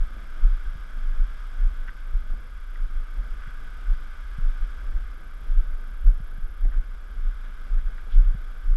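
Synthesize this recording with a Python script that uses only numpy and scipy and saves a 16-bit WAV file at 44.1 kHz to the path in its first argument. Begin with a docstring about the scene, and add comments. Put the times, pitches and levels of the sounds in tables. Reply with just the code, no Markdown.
"""On a woodland trail a plastic canoe is hauled along, heard from a body-worn camera in a closed case.
Steps and tugs shake the case into a deep rumble: brief swings that swell and fade over narrow-band noise.
The hull drones over dirt as filtered random grains, with soft bumps; stones and twigs ring as decaying modes.
Leaves brush past as bursts of crackle; they and the microphone's hiss take on the case's hollow resonances.
The camera's electronics whine faintly about thirty times a second, as a gated tone with some hiss."""
import sys
import numpy as np
from scipy import signal
from scipy.fft import rfft, irfft
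from scipy.io import wavfile
from scipy.ndimage import uniform_filter1d

SR = 44100
rng = np.random.default_rng(int(sys.argv[2]) if len(sys.argv) > 2 else 0)


def transcribe(signal):
    """Save signal, clipped to [-1, 1], as a 16-bit WAV file at the path in sys.argv[1]."""
    frames = np.atleast_2d(signal).T
    limited = np.clip(frames, -1, 1)
    pcm = np.round(limited * 32767).astype(np.int16)
    wavfile.write(sys.argv[1], SR, pcm)


N = 386316

# Levels in the tables are relative wherever a source adds its own level.
# Steps and tugs that jolt the case: [t/s, level/dB, half length/s]
JOLTS = [(0.019, -16, 0.015), (0.452, -9.5, 0.018), (0.513, -14, 0.027), (0.681, -21, 0.0094),
         (1.087, -19.5, 0.08), (1.218, -13, 0.028), (1.651, -9.5, 0.03), (1.78, -24, 0.043),
         (2.155, -12, 0.012), (2.322, -20, .023), (2.839, -18.5, 0.026), (2.938, -19.5, 0.054),
         (3.197, -17.5, 0.011), (3.325, -20, 0.019), (3.919, -13, 0.022), (4.465, -15.5, 0.038),
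         (4.632, -15.5, 0.017), (4.889, -23, 0.015), (4.963, -13, 0.012), (5.516, -15.5, .017),
         (5.589, -9.5, .016), (5.717, -19, 0.035), (6.077, -6.5, 0.019), (6.441, -18.5, 0.015),
         (6.658, -14.5, 0.026), (6.784, -15.5, 0.027), (7.252, -15.5, 0.045), (7.752, -12, 0.035),
         (7.871, -14.5, 0.021), (8.194, -5, .03), (8.289, -15, 0.035), (8.714, -13.5, 0.039)]
# The microphone's hiss, nearly steady: [t/s, level/dB]
HISS_LEVEL = [(0.0, -51.5), (0.48, -50.5), (0.87, -51.5), (1.35, -50.5), (2.08, -53), (2.59, -53.5),
              (3.58, -51), (4.72, -51), (5.23, -54), (5.45, -53), (6.52, -55.5), (7.07, -54.5), (7.51, -53),
              (8.7, -53.5)]
# Dull bumps on the case: [t/s, level/dB]
BUMPS = [(0.758, -35.5), (3.478, -34.5), (4.388, -26.5), (6.205, -31), (6.386, -36.5), (8.35, -26)]
# Stones knocking the hull: [t/s, level/dB]
KNOCKS = [(0.105, -46), (0.165, -42.5), (0.97, -46), (2.30, -47), (2.334, -43), (6.652, -38.5),
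          (6.774, -45), (8.311, -46)]
# Twigs ticking, each with its favoured pitch: [t/s, level/dB, f/Hz]
TICKS = [(1.873, -41, 1100), (1.879, -39, 2000), (1.883, -31, 1500), (1.892, -31.5, 1450),
         (2.757, -38.5, 1950), (6.652, -45, 2100), (6.720, -43, 1850), (7.790, -43.5, 1500),
         (7.981, -36, 1550)]
# Leaves and stems brushing past: [t/s, level/dB, half length/s, centre f/Hz]
BRUSHES = [(1.886, -45.5, .008, 1450), (3.43, -50, .02, 1700), (3.49, -54, .025, 1900),
           (5.08, -54, .035, 1550), (6.745, -54, .024, 1750), (7.46, -53.5, .025, 1500),
           (8.135, -55, .022, 3300)]
# Resonances of the case: [f/Hz, width/Hz, level/dB]
CASE_MODES = [(1247, 136, -1.5), (1505, 137, 0), (2087, 250, -11.5), (3310, 114, -14.5), (4870, 300, -27.5),
              (8290, 170, -29)]
# Spectrum of the hiss between those resonances: [f/Hz, relative gain/dB]
HISS_SPECTRUM = [(700, -19), (1050, -12.5), (1400, -9.5), (1680, -4.5), (1850, -28), (2300, -14),
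                 (2520, -20), (2900, -18.5), (3600, -18.5), (4100, -26.5), (5300, -24.5), (6000, -30),
                 (11000, -37.5), (15500, -55)]
# Spectrum of the hull's drone: [f/Hz, relative gain/dB]
DRONE_SPECTRUM = [(40, -26), (70, 7.5), (120, 4), (200, 4), (330, -2), (620, -3.5), (900, -10.5),
                  (1400, -17), (4000, -36)]
# Modes of the hull: [f/Hz, level/dB, time to fall 60 dB/s]
HULL_MODES = [(207, -3.5, 0.17), (308, 2.5, 0.032), (523, -7, 0.024), (684, -2, 0.026)]
# Modes of the twigs: [f/Hz, level/dB, time to fall 60 dB/s]
TWIG_MODES = [(1020, -8, .02), (1530, -1, .025), (1930, -3, .025), (2120, -8, .02), (2800, -9, .012),
              (3400, -12, .012), (5350, -9, .008)]
# Whine of the electronics: [t/s, level/dB]
WHINE = [(0.0, -78), (0.09, -79), (4.92, -79), (6.62, -76), (6.83, -81), (8.7, -78.5)]

TIME = np.arange(N) / SR
BINS = np.maximum(np.arange(N // 2 + 1) * SR / N, 1)  # f/Hz of each spectral bin, kept above zero
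SWING_HZ, STIFFEN_HZ_PER_DB = 26.45, 0.36  # swing at the mean jolt level; harder jolts swing faster
REST_DB, STIR_DB = -32.5, -12  # rocking between the jolts; stirred rocking relative to the effort
BUILD_S, SETTLE_S = 0.062, 0.097  # time constants before and after a jolt
DRONE_DB, PRESS_EXPONENT = -56.5, 0.075  # drone at mean effort; power of the effort that it follows
WHINE_HZ, FRAME_HZ = 11299, 30000 / 1001
CUTOFF_HZ = 15700


def effort():
    """Energy summation: the walker's effort builds and settles exponentially around each jolt."""
    energy = np.zeros(N)
    for s, db, _ in JOLTS:
        exponent = np.minimum((TIME - s) / BUILD_S, (s - TIME) / SETTLE_S)
        energy += (from_db(db) * np.exp(exponent)) ** 2
    return np.sqrt(energy)


def rumble(work, sway_hz, width_hz, unevenness, jolt_db, top_hz):
    """Resonance on a mount: random sway rocks the case; at each step or tug a brief swing swells and fades."""
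    sway = signal.hilbert(coloured(rng.standard_normal(N), hump(sway_hz, width_hz)))
    # Dividing by the envelope compresses the sway's strongest swings.
    evened = sway.real / np.sqrt(np.abs(sway) ** 2 + unevenness)
    rocking = coloured(evened, 1 / np.sqrt(1 + (BINS / top_hz) ** 8))

    mean_db = np.mean(JOLTS, axis=0)[1]
    jolts = np.zeros(N)
    for s, db, half_length in JOLTS:
        swing_hz = SWING_HZ + STIFFEN_HZ_PER_DB * (db - mean_db)
        jolts += from_db(db) * swell(s, half_length) * np.sin(2 * np.pi * swing_hz * (TIME - s))

    rocking_level = np.hypot(from_db(REST_DB), from_db(STIR_DB) * work)
    return rocking_level * rocking + from_db(jolt_db) * jolts


def judder(swing, level_db, judder_hz):
    """Amplitude modulation: the wider the case swings, the more it judders in its mount."""
    envelope = np.abs(signal.hilbert(swing))
    noise = coloured(rng.standard_normal(N), hump(judder_hz, width=28.0))
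    return from_db(level_db) * envelope * noise


def hull_drone(work):
    """Friction as random impulses: the dragged hull drones unevenly, a little louder with effort."""
    uneven_grains = grains(per_s=3500, spread_db=1.3) * from_db(1.6 * drift(hz=7.9))
    drone = coloured(uneven_grains, shape(DRONE_SPECTRUM))
    pressing = (work / work.mean()) ** PRESS_EXPONENT
    return from_db(DRONE_DB) * pressing * drone


def knocks(level_db):
    """Impulse excitation: stones strike all the hull's modes alike."""
    s, db = np.transpose(KNOCKS)
    return struck(s, db + level_db, HULL_MODES, lambda hz: 0)


def bumps(level_db, push_s, thud_hz):
    """Soft contact: a smooth pulse gives the case one short push and pull."""
    out = np.zeros(N)
    for s, db in BUMPS:
        out += from_db(db + level_db) * swell(s, push_s) * np.sin(2 * np.pi * thud_hz * (TIME - s))
    return out


def ticks(octave_db):
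    """Selective modal excitation: each twig favours the modes near a pitch of its own."""
    s, db, own_hz = np.transpose(TICKS)
    return struck(s, db, TWIG_MODES, lambda hz: -octave_db * np.abs(np.log2(hz / own_hz)))


def brushes(width_hz):
    """Granular contact: foliage crackles past in short bursts, coloured by the case."""
    crackle = coloured(grains(per_s=2500, spread_db=1.6), case_colour() ** .75)
    out = np.zeros(N)
    for s, db, half_length, hz in BRUSHES:
        band = coloured(crackle, hump(hz, width_hz) ** .7)
        out += from_db(db) * swell(s, half_length) * band
    return out


def whine(level_db, duty, hiss_db):
    """Periodic gating: an unsteady thin tone with hiss swells in part of each camera frame and stops short."""
    phase = (TIME * FRAME_HZ - .37) % 1
    rise = np.clip((phase - 1 + duty) / duty, 0, 1) ** 0.25
    gate = uniform_filter1d(rise, size=110)  # softens the edges
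    tone = np.sqrt(2) * np.sin(2 * np.pi * WHINE_HZ * TIME + 1.1 * drift(hz=40))
    hiss = from_db(hiss_db) * coloured(rng.standard_normal(N), hump(11080, 700))
    return from_db(level_db) * gains(WHINE)[0] * rms_one(gate * (tone + hiss))


def microphone_hiss(hiss_db):
    """Filtered noise: dense random grains give the microphone's steady hiss, coloured by the closed case."""
    hiss = coloured(grains(per_s=22000, spread_db=2.0), case_colour())
    return from_db(hiss_db) * gains(HISS_LEVEL)[0] * hiss


def struck(s, db, modes, reach):
    """Modal superposition: blows ring decaying sines; reach(hz) is the dB each blow adds to a mode."""
    out = np.zeros(N)
    for k, (hz, mode_db, t60) in enumerate(modes):
        clicks = np.zeros(N)
        chance_db = rng.standard_normal(len(s))
        clicks[(s * SR).astype(int)] = from_db(db + mode_db + reach(hz) + chance_db)
        radius = np.exp(-np.log(1000) / (t60 * SR))
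        angle = 2 * np.pi * hz / SR
        poles = [1, -2 * radius * np.cos(angle), radius * radius]
        ring = signal.lfilter([0, np.sin(angle)], poles, clicks + 1e-18)
        out += (-1) ** k * ring  # neighbouring modes start in opposite directions
    return out


def case_colour():
    """Power summation: the hiss spectrum and the case's resonances form one gain per frequency."""
    resonances = sum((from_db(db) * hump(hz, width)) ** 2 for hz, width, db in CASE_MODES)
    return np.sqrt(shape(HISS_SPECTRUM) ** 2 + resonances)


def grains(per_s, spread_db):
    """Random point process: tiny impulses of uneven size at chance moments, at unit rms."""
    sizes = from_db(spread_db * np.minimum(rng.exponential(1, N), 4))
    happens = rng.random(N) < per_s / SR
    return rms_one(happens * sizes * rng.standard_normal(N))


def drift(hz):
    """Low-pass noise: a slow random wander at unit rms."""
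    return coloured(rng.standard_normal(N), 1 / (1 + (BINS / hz) ** 2))


def swell(s, half_length):
    """Gaussian envelope: a smooth rise and fall around a moment."""
    return np.exp(-.5 * ((TIME - s) / half_length) ** 2)


def hump(hz, width):
    """Resonance curve: the gain peaks at one frequency and falls steeply to either side."""
    return 1 / (1 + ((BINS ** 2 - hz ** 2) / (BINS * width * np.pi / 2)) ** 2)


def shape(points):
    """Spectral envelope: dB points interpolated over log frequency give a gain per bin."""
    hz, db = np.transpose(points)
    return from_db(np.interp(np.log(BINS), np.log(hz), db))


def coloured(x, gain):
    """Linear filtering: multiply the spectrum by a gain, then scale to unit rms."""
    return rms_one(irfft(rfft(x) * gain, N))


def gains(rows):
    """Level envelope: each dB column interpolated over time gives a gain per sample."""
    s, *columns = np.transpose(rows)
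    return [from_db(np.interp(TIME, s, column)) for column in columns]


def rms_one(x):
    """Power normalisation: scale to unit rms."""
    return x / np.sqrt(np.mean(x ** 2) + 1e-20)


def from_db(db):
    """Logarithmic level: convert decibels to amplitude gain."""
    return 10 ** (np.asarray(db) / 20)


def scene():
    """Superposition: all sources add at one microphone."""
    work = effort()
    swing = rumble(work, sway_hz=24.84, width_hz=12.5, unevenness=1.0, jolt_db=1.5, top_hz=54.4)
    shaking = swing + judder(swing, level_db=-32.5, judder_hz=57)
    dragging = hull_drone(work)
    hits = knocks(level_db=-2.5) + bumps(level_db=3.5, push_s=0.0024, thud_hz=92.6)
    twigs = ticks(octave_db=11)
    leaves = brushes(width_hz=850)
    electronics = whine(level_db=4, duty=0.52, hiss_db=-4.5)
    hiss = microphone_hiss(hiss_db=0.5)
    return (shaking + dragging + hits + twigs + leaves + electronics + hiss)[None]


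def record(dry):
    """Band limiting: a steep elliptic low-pass filter cuts the top."""
    lowpass = signal.ellip(10, .1, 80, CUTOFF_HZ, fs=SR, output="sos")
    return signal.sosfilt(lowpass, dry)


dry = scene()
out = record(dry)
transcribe(out)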